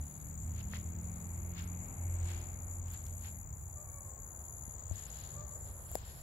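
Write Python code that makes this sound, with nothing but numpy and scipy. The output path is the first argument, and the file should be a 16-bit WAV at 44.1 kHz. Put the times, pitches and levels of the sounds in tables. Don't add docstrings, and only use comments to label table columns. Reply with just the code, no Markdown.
import sys
import numpy as np
from scipy import signal
from scipy.fft import rfft, irfft, next_fast_len
from scipy.io import wavfile
from scipy.ndimage import uniform_filter1d

SR = 44100
rng = np.random.default_rng(int(sys.argv[2]) if len(sys.argv) > 2 else 0)


def natural_amplitude(level_db):
    exponent = np.asarray(level_db, float) / 20
    return 10 ** exponent


def wav_out(sig):
    wavfile.write(sys.argv[1], SR, np.round(np.clip(np.atleast_2d(sig).T, -1, 1) * 32767).astype(np.int16))


N = 274302
TIME = np.arange(N) / SR
SIZE = next_fast_len(N + SR // 4)
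BINS_HZ = np.maximum(np.arange(SIZE // 2 + 1) * SR / SIZE, 1.)

STROKE_GAP_S = .0122
HIGH_STROKE_HZ = 156.
SWELL_DB = 20


def unit(x):
    return x / np.sqrt(np.mean(x ** 2))


def play(table):
    s, *columns = np.transpose(table)
    return [np.interp(TIME, s, c) for c in columns]


def fade(start_s, end_s, edge_s):
    return np.clip(np.minimum(TIME - start_s, end_s - TIME) / edge_s, 0, 1)


def swells(rows):
    out = 0
    for s, db, rise, fall in rows:
        out = out + natural_amplitude(db - SWELL_DB * np.maximum((s - TIME) / rise, (TIME - s) / fall))
    return out


def along(points):
    hz, value = np.transpose(points)
    return np.interp(np.log(BINS_HZ), np.log(hz), value)


def shape(x, gain):
    return irfft(rfft(x, SIZE) * gain, SIZE)[..., :N]


def ring(modes):
    return sum(natural_amplitude(db) / (1 + 1j * (BINS_HZ - hz * hz / BINS_HZ) / width) ** 3 for hz, width, db in modes)


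def walk(rate):
    k = int(SR / rate)
    held = np.repeat(rng.standard_normal(N // k + 1), k)
    return 1.3 * uniform_filter1d(uniform_filter1d(held, k), k)[:N]


def pan(x, db):
    return x * natural_amplitude(np.array([db, -db]).reshape(2, -1) / 2)


def lag(x, count):
    return np.array([x, np.roll(x, count)])


def leaves(x, t60_s):
    t = np.arange(SR // 5) / SR
    tail = rng.standard_normal((2, 2, len(t))) * np.exp(-np.log(1000) * t / t60_s)
    tail = tail / np.sqrt(np.sum(tail ** 2, axis=2, keepdims=True))
    one, other = shape(x, rfft(tail, SIZE))
    sway = 2 * np.pi * TIME * .7 + walk(3)
    return np.cos(sway) * one + np.sin(sway) * other


def spread_noise(points, swell_db, flicker_db):
    # frequency in Hz, likeness of the two ports from -1 to 1
    likeness = [(30, 0.95), (130, 0.91), (300, 0.66), (640, 0.54), (1400, -0.46), (3000, 0.05),
                (6000, -0.13), (16000, -0.25)]
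    # frequency in Hz, left minus right in dB
    lean_points = [(30, 0), (150, -0.5), (300, 2), (700, 2.5), (1500, 1), (9000, 4), (14000, 2)]
    alike, lean = np.clip(along(likeness), -.9, .99), along(lean_points)
    mid, side = rfft(rng.standard_normal((2, SIZE)))
    pair = np.array([1, -1]).reshape(2, 1)
    both = np.sqrt(1 + alike) * mid + pair * np.sqrt(1 - alike) * side
    low_hz, high_hz = points[0][0], points[-1][0]
    spec = natural_amplitude(along(points) + pair * lean / 2) * both * (BINS_HZ > low_hz) * (BINS_HZ < high_hz)
    out, swell, half_octave = 0, walk(0.6), 2 * np.log2(BINS_HZ)
    for band in range(int(2 * np.log2(low_hz)), int(2 * np.log2(high_hz)) + 2):
        part = irfft(spec * np.clip(1 - abs(half_octave - band), 0, 1), SIZE)[:, :N]
        out = out + part * natural_amplitude(swell_db * swell + flicker_db * walk(8))
    return unit(out)


def background():
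    # time in seconds, tyre roar in dB, rumble in dB
    road = [(0, -63.5, -61), (.15, -64.5, -49.5), (.5, -63, -44.5), (1.1, -62, -46), (2.25, -59, -45.5),
            (3.55, -64.5, -46.5), (4.3, -63, -48), (5.0, -63.5, -47.5), (5.5, -62.5, -46.5),
            (6.22, -64.5, -48.5)]
    # frequency in Hz, strength in dB per Hz
    rumble_colour = [(13, -42), (22, 4.5), (37, -13), (76, -2), (95, -4), (114, -10.5), (152, -14.5),
                     (168, -20), (208, -37), (450, -31), (580, -80), (990, -120)]
    roar_colour = [(120, -22.5), (200, -4), (277, -14.5), (343, -13), (431, -14.5), (463, -12), (762, -10),
                   (1270, -14.5), (2280, -26.5), (3070, -44), (5200, -42), (6000, -37), (7800, -87),
                   (13200, -120)]
    leaf_colour = [(1100, -9), (1650, 0.5), (2200, -4.5), (3000, -3.5), (3900, -1.5), (5400, -6),
                   (9500, -19), (15760, -15)]
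    insect_colour = [(5900, -21), (6500, -8), (8300, -7), (9400, -23), (10500, -5), (12300, -.5),
                     (13300, -4), (14500, -1), (15760, -6)]
    # peak in seconds, peak in dB, rise in seconds, fall in seconds
    puffs = [
        (0, -78.5, .5, 0.85),
        (1.8, -79, 4.3, 2.1),
        (2.94, -71, 0.077, 0.21),
        (3.1, -79.5, 0.22, 0.29),
        (4.77, -79, 0.65, 0.94),
        (4.98, -62, 0.095, 0.3),
        (5.2, -59.5, 0.18, 0.25),
        (5.68, -68, 0.039, 0.056),
        (6.0, -64.5, 0.33, 3.2),
    ]
    # time in seconds, level in dB
    whine_curve = [(0, -82), (.8, -72), (1.3, -70.5), (1.9, -68.5), (2.3, -66.5), (2.8, -76), (3.5, -78),
                   (4.2, -93), (6.22, -95)]
    # frequency in Hz, width in Hz, level in dB
    tread = [(2220, 900, 0)]
    roar_db, rumble_db = play(road)
    rumble = natural_amplitude(rumble_db) * spread_noise(rumble_colour, 0.82, 1.4)
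    roar = natural_amplitude(roar_db + 2.5) * spread_noise(roar_colour, 0.55, 1.15)
    rustle = (swells(puffs) + natural_amplitude(-84.5)) * spread_noise(leaf_colour, .3, 1.2) * natural_amplitude(1.6 * walk(70))
    whine = unit(shape(rng.standard_normal((2, N)), ring(tread)))
    whine = whine * natural_amplitude(play(whine_curve)[0] + 1.5 * walk(9.4))
    hiss = natural_amplitude(-64.5) * spread_noise(insect_colour, 1.0, 1.0)
    return rumble + roar + whine + rustle + hiss


def motorbike():
    # time in seconds, firing rate in Hz, level in dB, muffling of the upper multiples in dB
    ride = [(0, 35.93, -40, -12.5), (.13, 37.32, -57.5, 0), (.5, 39.43, -41.5, -10),
            (.62, 39.45, -46.5, -8), (.8, 40.84, -44.5, -6), (1.15, 41.98, -47, -6.5), (1.24, 42.4, -57, 3),
            (1.35, 42.7, -39, -14.5), (1.53, 43.16, -43.5, -9.5), (1.71, 43.04, -40, -13),
            (1.89, 43.24, -46, -9.5), (2.07, 43.07, -36.5, -22), (2.25, 43.18, -35, -25),
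            (2.44, 43.6, -41.5, -18.5), (2.9, 43.23, -42.5, -17.5), (3.26, 43.44, -46, -14.5),
            (3.55, 34.4, -65.5, 5), (3.9, 30.3, -56, -13)]
    # multiple of the firing rate, level in dB, share of the muffling
    orders = [(1, -14, 0.0062), (2, -0.97, 0.013), (3, -10, 0.59), (4, 0.7, 1.224), (5, -5, 1.05),
              (6, -18, 0.6), (7, -22, 0.88), (8, -27, 0.25)]
    # frequency in Hz, width in Hz, level in dB
    exhaust = [(203, 173, 0)]
    pipe_hz, pipe_width_hz, pipe_db = 268.2, 7.4, 6
    hz, db, muffle_db = play(ride)
    turn = 2 * np.pi * np.cumsum(hz * (1 + 0.0027 * walk(8.68))) / SR
    drone = 0
    for k, order_db, share in orders:
        boost_db = pipe_db / (1 + ((k * hz - pipe_hz) / pipe_width_hz) ** 2)
        flutter_db = (0.46 + 0.38 * k) * walk(7.034)
        level_db = db + order_db + boost_db + share * muffle_db + flutter_db
        drone = drone + natural_amplitude(level_db) * np.sin(round(k) * turn + 7 * rng.random())
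    puff = unit(shape(rng.standard_normal((2, N)), ring(exhaust)))
    puff = puff * natural_amplitude(uniform_filter1d(db + muffle_db, SR // 4) - 8.5)
    return (np.sqrt(2) * drone + puff) * np.clip((ride[-1][0] - TIME) / 0.31, 0, 1)


def buzz(wing, stroke_hz, tooth_hz, duty, scatter_db):
    stroke = np.cumsum(stroke_hz * (1 + 0.004 * walk(5.41))) / SR % 1
    teeth = np.cumsum(tooth_hz * (1 + .3 * walk(400))) / SR
    clicks = (np.diff(np.floor(teeth), prepend=0) > 0) * natural_amplitude(scatter_db * rng.standard_normal(N))
    closing = np.sin(np.pi * np.clip(stroke / duty, 0, 1)) ** 2
    return unit(shape(clicks * closing, ring(wing)))


def high_note():
    stroke_hz = HIGH_STROKE_HZ * (1 + 0.0066 * walk(4.4))
    throb = 1 + 0.42 * np.cos(2 * np.pi * np.cumsum(stroke_hz) / SR)
    note = np.sin(2 * np.pi * np.cumsum(11162 * (1 + .004 * walk(14))) / SR)
    return unit(throb * note * natural_amplitude(0.85 * walk(9))) * natural_amplitude(-10)


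def bush_crickets():
    # frequency in Hz, width in Hz, level in dB
    high_wing = [(10980, 1180, 4), (11330, 540, 6), (12600, 610, -23)]
    low_wing = [(7950, 1080, 5), (8300, 1800, -9)]
    far_wing = [(7206, 810, 0)]
    # start in seconds, end in seconds, level at the end in dB
    high_phrases = [(-.2, 0.316, -58.5), (0.384, .93, -60.5), (1.001, 1.54, -58.5), (1.6, 2.169, -59),
                    (2.23, 2.812, -58.5), (2.862, 3.439, -57.5), (3.528, 4.112, -58.5), (4.18, 4.75, -56.5),
                    (4.878, 5.387, -58), (5.45, 5.997, -55.5), (6.043, 6.507, -54.5)]
    # peak in seconds, peak in dB
    low_phrases = [(.45, -64.5), (1.349, -64.5), (2.29, -61), (3.19, -61.5), (4.12, -64), (5.04, -64.5),
                   (5.91, -66.5)]
    # time in seconds, level in dB
    far_curve = [(0, -69.5), (1.75, -64.5), (2.3, -63.5), (3.7, -63.5), (4.7, -64.5), (6.22, -61.5)]
    high_gain = 0
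    for start, end, db in high_phrases:
        rising = natural_amplitude(np.interp(TIME, [start, end], [db - 4, db]))
        high_gain = high_gain + fade(start, end, 0.019) * pan(rising, -2.5)
    high = buzz(high_wing, HIGH_STROKE_HZ, 930., 1.0, 0.25) * natural_amplitude(-4.5)
    low_gain = swells([(s, db, SWELL_DB / 20, SWELL_DB / 181) for s, db in low_phrases])
    low = buzz(low_wing, 222., 1300., 0.93, 1.1) * low_gain
    far = buzz(far_wing, 165., 1500., 0.71, 5.2) * natural_amplitude(play(far_curve)[0] + 4.8 * walk(25.01))
    out = high_gain * (lag(high, count=-4) + leaves(high, .022) + lag(high_note(), count=-4))
    out += pan(natural_amplitude(-1.0) * lag(low, count=4) + natural_amplitude(-4.5) * leaves(low, 0.11), 5.1)
    return out + pan(natural_amplitude(-7.5) * far + natural_amplitude(-.5) * leaves(far, 0.13), 5.2)


def chirps():
    # start in seconds, number of chirps of three strokes, then of two, then of three again
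    runs = [(.015, 3, 0, 0), (.203, 4, 0, 0), (.38, 2, 1, 3), (.63, 1, 1, 3), (.831, 0, 5, 0),
            (.989, 7, 0, 0), (1.293, 3, 1, 2), (1.539, 0, 1, 1), (1.677, 1, 1, 3), (1.886, 7, 0, 0),
            (2.189, 2, 3, 1), (2.416, 1, 2, 1), (2.561, 0, 2, 1), (2.671, 2, 2, 2), (2.903, 0, 3, 1),
            (3.042, 5, 0, 0), (3.261, 4, 3, 0), (3.529, 4, 2, 2), (3.846, 0, 1, 3), (4.009, 10, 0, 0),
            (4.442, 9, 1, 2), (5.013, 1, 1, 0), (5.104, 3, 0, 0), (5.342, 6, 0, 0), (5.81, 0, 1, 1),
            (5.974, 0, 2, 0), (6.098, 1, 1, 0)]
    # start in seconds, strokes
    lone_chirps = [(.142, 4), (1.611, 2), (1.642, 1), (4.958, 4), (5.239, 4), (5.294, 3), (5.622, 4),
                   (5.677, 4), (5.744, 5), (5.898, 4), (6.054, 3), (6.19, 3)]
    rest_s = .0183
    out = list(lone_chirps)
    for s, threes, twos, more in runs:
        for strokes in [3] * threes + [2] * twos + [3] * more:
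            out.append((s, strokes))
            s += (strokes - 1) * STROKE_GAP_S + rest_s
    return out


def cricket():
    # time in milliseconds, pitch in Hz, level in dB
    stroke_curve = [(-4, 6430, 7), (-4, 6410, -2), (-0.72, 6874, -5.5), (-0.5, 7114, -5.5),
                    (3.5, 7040, -12), (4.5, 7500, -28), (8, 14000, -51)]
    # time in seconds, level in dB
    song_curve = [(0, -59), (1.5, -58), (2.4, -57), (3.6, -59), (4.4, -57.5), (5.0, -55.5), (5.5, -57.5),
                  (5.8, -62.5), (6.22, -68)]
    ms, hz, db = np.transpose(stroke_curve)
    edges = ms * SR / 1000
    t = np.arange(int(edges[0]), int(edges[-1]))
    turn = 2 * np.pi * np.cumsum(np.interp(t, edges, hz)) / SR
    swell = natural_amplitude(np.interp(t, edges, db)) * np.sqrt(np.hanning(len(t)))
    out = np.zeros(N + SR)
    for first, strokes in chirps():
        for i in range(strokes):
            late, tune, size, phase = rng.standard_normal(4)
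            at = int((first + STROKE_GAP_S * i + 0.0006 * late) * SR) + t
            out[at] += natural_amplitude(1.14 * size) * swell * np.sin(turn * (1 + 0.0051 * tune) + 9 * phase)
    song = unit(shape(out[:N], ring([(6480, 7000, 0)]))) * natural_amplitude(play(song_curve)[0])
    return natural_amplitude(0.5) * pan(lag(song, count=5), 15.6) + natural_amplitude(-19) * leaves(song, 0.1)


def scuffs():
    # peak in seconds, peak in dB, rise in seconds, fall in seconds
    scuff_rows = [
        (.606, -66.5, 0.11, 0.049),
        (.75, -59, 0.06, 0.082),
        (1.582, -59.5, 0.053, 0.11),
        (2.306, -61.5, .15, 0.22),
        (2.944, -68.5, 0.12, 0.055),
        (3.072, -79, 0.048, 0.073),
        (3.258, -62.5, 0.062, 0.064),
    ]
    # frequency in Hz, strength in dB per Hz
    grass = [(500, -32), (900, -8), (1500, 0.5), (2240, 1.5), (3300, -0.5), (6000, -8.5), (9500, -16),
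             (15760, -15)]
    sizes_db = 2 * rng.exponential(size=(2, N)) + 1.5 * walk(90)
    grains = rng.standard_normal((2, N)) * natural_amplitude(sizes_db) * (rng.random(N) < .2)
    grains = grains - 0.096 * grains[::-1]
    crackle = unit(shape(grains, natural_amplitude(along(grass)) * (BINS_HZ < grass[-1][0])))
    return natural_amplitude(8.5) * swells(scuff_rows) * crackle


def taps():
    # start in seconds, peak in dB, ring in Hz (minus pushes first),
    # time to fall by 60 dB in seconds, left minus right in dB
    knocks = [(.7362, -37, 1900, 0.012, 3), (0.7361, -42, 1300, 0.004, 1), (0.7363, -48, -495, .01, 0),
              (.749, -50, 2050, 0.02, 4), (.754, -50, 2500, 0.012, 4), (.765, -51, 1900, .015, 4),
              (.772, -51, 2100, .018, 4), (.586, -56, 2200, .01, 5), (.611, -53, 2880, 0.014, 11),
              (1.742, -51, 2470, 0.005, 3), (4.68, -45.5, 185, 0.017, 18), (4.824, -52.5, 607, 0.018, 16),
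              (4.911, -47.5, 650, .015, 17), (4.912, -34, 94.5, .12, 16), (5.9155, -49, 700, 0.011, 20),
              (5.9539, -36, -700, 0.004, 20), (5.9546, -31, 620, 0.009, 22.5)]
    # time in seconds, peak in dB, lowest frequency in Hz, left minus right in dB, spread in ms
    ticks = [(.6105, -49, 3000, 0, .2), (2.884, -48, 2000, 0, 1.2), (2.9211, -43, 10100, -4, 2.22),
             (2.938, -39, 10500, -4, 1.6), (2.938, -43, 1500, -2, 0.45), (2.975, -51, 3000, 0, 1.2),
             (3.066, -47.5, 3500, -5, 3.34), (3.13, -54, 3496, 0, 1.5), (5.9157, -38, 11000, 26, 0.25),
             (5.9363, -46, 13000, 17, .4), (5.9435, -51, 13000, 11, .6), (5.949, -50, 13000, 11, .6),
             (5.9544, -25.5, 4600, 20.5, 0.2), (5.068, -50, 4500, 6, .8)]
    out, t = np.zeros((2, N + SR)), np.arange(SR // 5) / SR
    for s, db, hz, t60, pan_db in knocks:
        body = -np.exp(-np.log(1000) * t / t60) * np.sin(2 * np.pi * hz * t)
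        out[:, int(s * SR):][:, :len(t)] += pan(natural_amplitude(db) * body / abs(body).max(), pan_db)
    centre_s = .01
    snap = np.arange(len(t)) == int(centre_s * SR)
    for s, db, low_hz, pan_db, spread_ms in ticks:
        grit = rng.standard_normal(len(t))
        envelope = np.exp(-abs(t - centre_s) * 1000 / max(spread_ms, .1))
        tick = (.4 * grit + .4 / spread_ms * snap) * envelope
        tick = signal.sosfilt(signal.butter(3, [low_hz, 16500], "band", fs=SR, output="sos"), tick)
        out[:, int((s - centre_s) * SR):][:, :len(t)] += pan(natural_amplitude(db) * tick / abs(tick).max(), pan_db)
    return out[:, :N]


def goat():
    # start in seconds, length in seconds, start pitch in Hz, held pitch in Hz, level in dB
    bleats = [(3.76, .085, 585, 608, -64), (3.84, .165, 585, 572, -63), (4.0, .06, 572, 578, -68),
              (4.04, .075, 545, 525, -64), (4.115, .1, 545, 540, -67), (4.215, .05, 535, 530, -71),
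              (4.31, .08, 530, 515, -73), (5.315, .05, 500, 545, -67), (5.355, .09, 575, 590, -60),
              (5.44, .06, 585, 585, -65), (5.5, .075, 585, 590, -66), (5.645, .07, 588, 594, -71)]
    # frequency in Hz, level in dB
    throat = [(500, 2), (600, 3), (1050, -1), (1200, 0), (1600, -19), (1750, -15), (2100, -22), (2290, -11),
              (2350, -22)]
    hz_points, db_points = np.transpose(throat)
    wobble, quaver_db = walk(35), 3 * walk(30)
    out = 0
    for s, length, start_hz, held_hz, db in bleats:
        settling = np.exp(-np.clip(TIME - s, 0, 1) / (0.33 * length))
        hz = held_hz + (start_hz - held_hz) * settling
        turn = 2 * np.pi * np.cumsum(hz * (1 + .012 * wobble)) / SR
        voice = 0
        for k in (1, 2, 3, 4):
            voice = voice + natural_amplitude(np.interp(k * held_hz, hz_points, db_points)) * np.sin(k * turn)
        out = out + fade(s, s + length, 0.013) * natural_amplitude(db + quaver_db) * voice
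    return out + natural_amplitude(-2.5) * leaves(out, .5)


def whistle():
    # time in seconds, pitch in Hz, level in dB
    glide = [(5.635, 12800, -78), (5.65, 14000, -76), (5.672, 15000, -73), (5.7, 13900, -74),
             (5.73, 13250, -75), (5.77, 13100, -78), (5.81, 12500, -77)]
    hz, db = play(glide)
    gain = natural_amplitude(db - 3 + 2 * walk(60)) * fade(glide[0][0], glide[-1][0], .01)
    return gain * np.sin(2 * np.pi * np.cumsum(hz) / SR)


def scene():
    insects = bush_crickets() + cricket()
    return background() + motorbike() + insects + scuffs() + taps() + goat() + whistle()


def low_pass(x):
    return signal.sosfilt(signal.butter(12, 16850, fs=SR, output="sos"), x)


def record(dry):
    heard = shape(dry, (BINS_HZ < 15760) / np.sqrt(1 + (34.3 / BINS_HZ) ** 16))
    return low_pass(heard)


dry = scene()
out = record(dry)
wav_out(out)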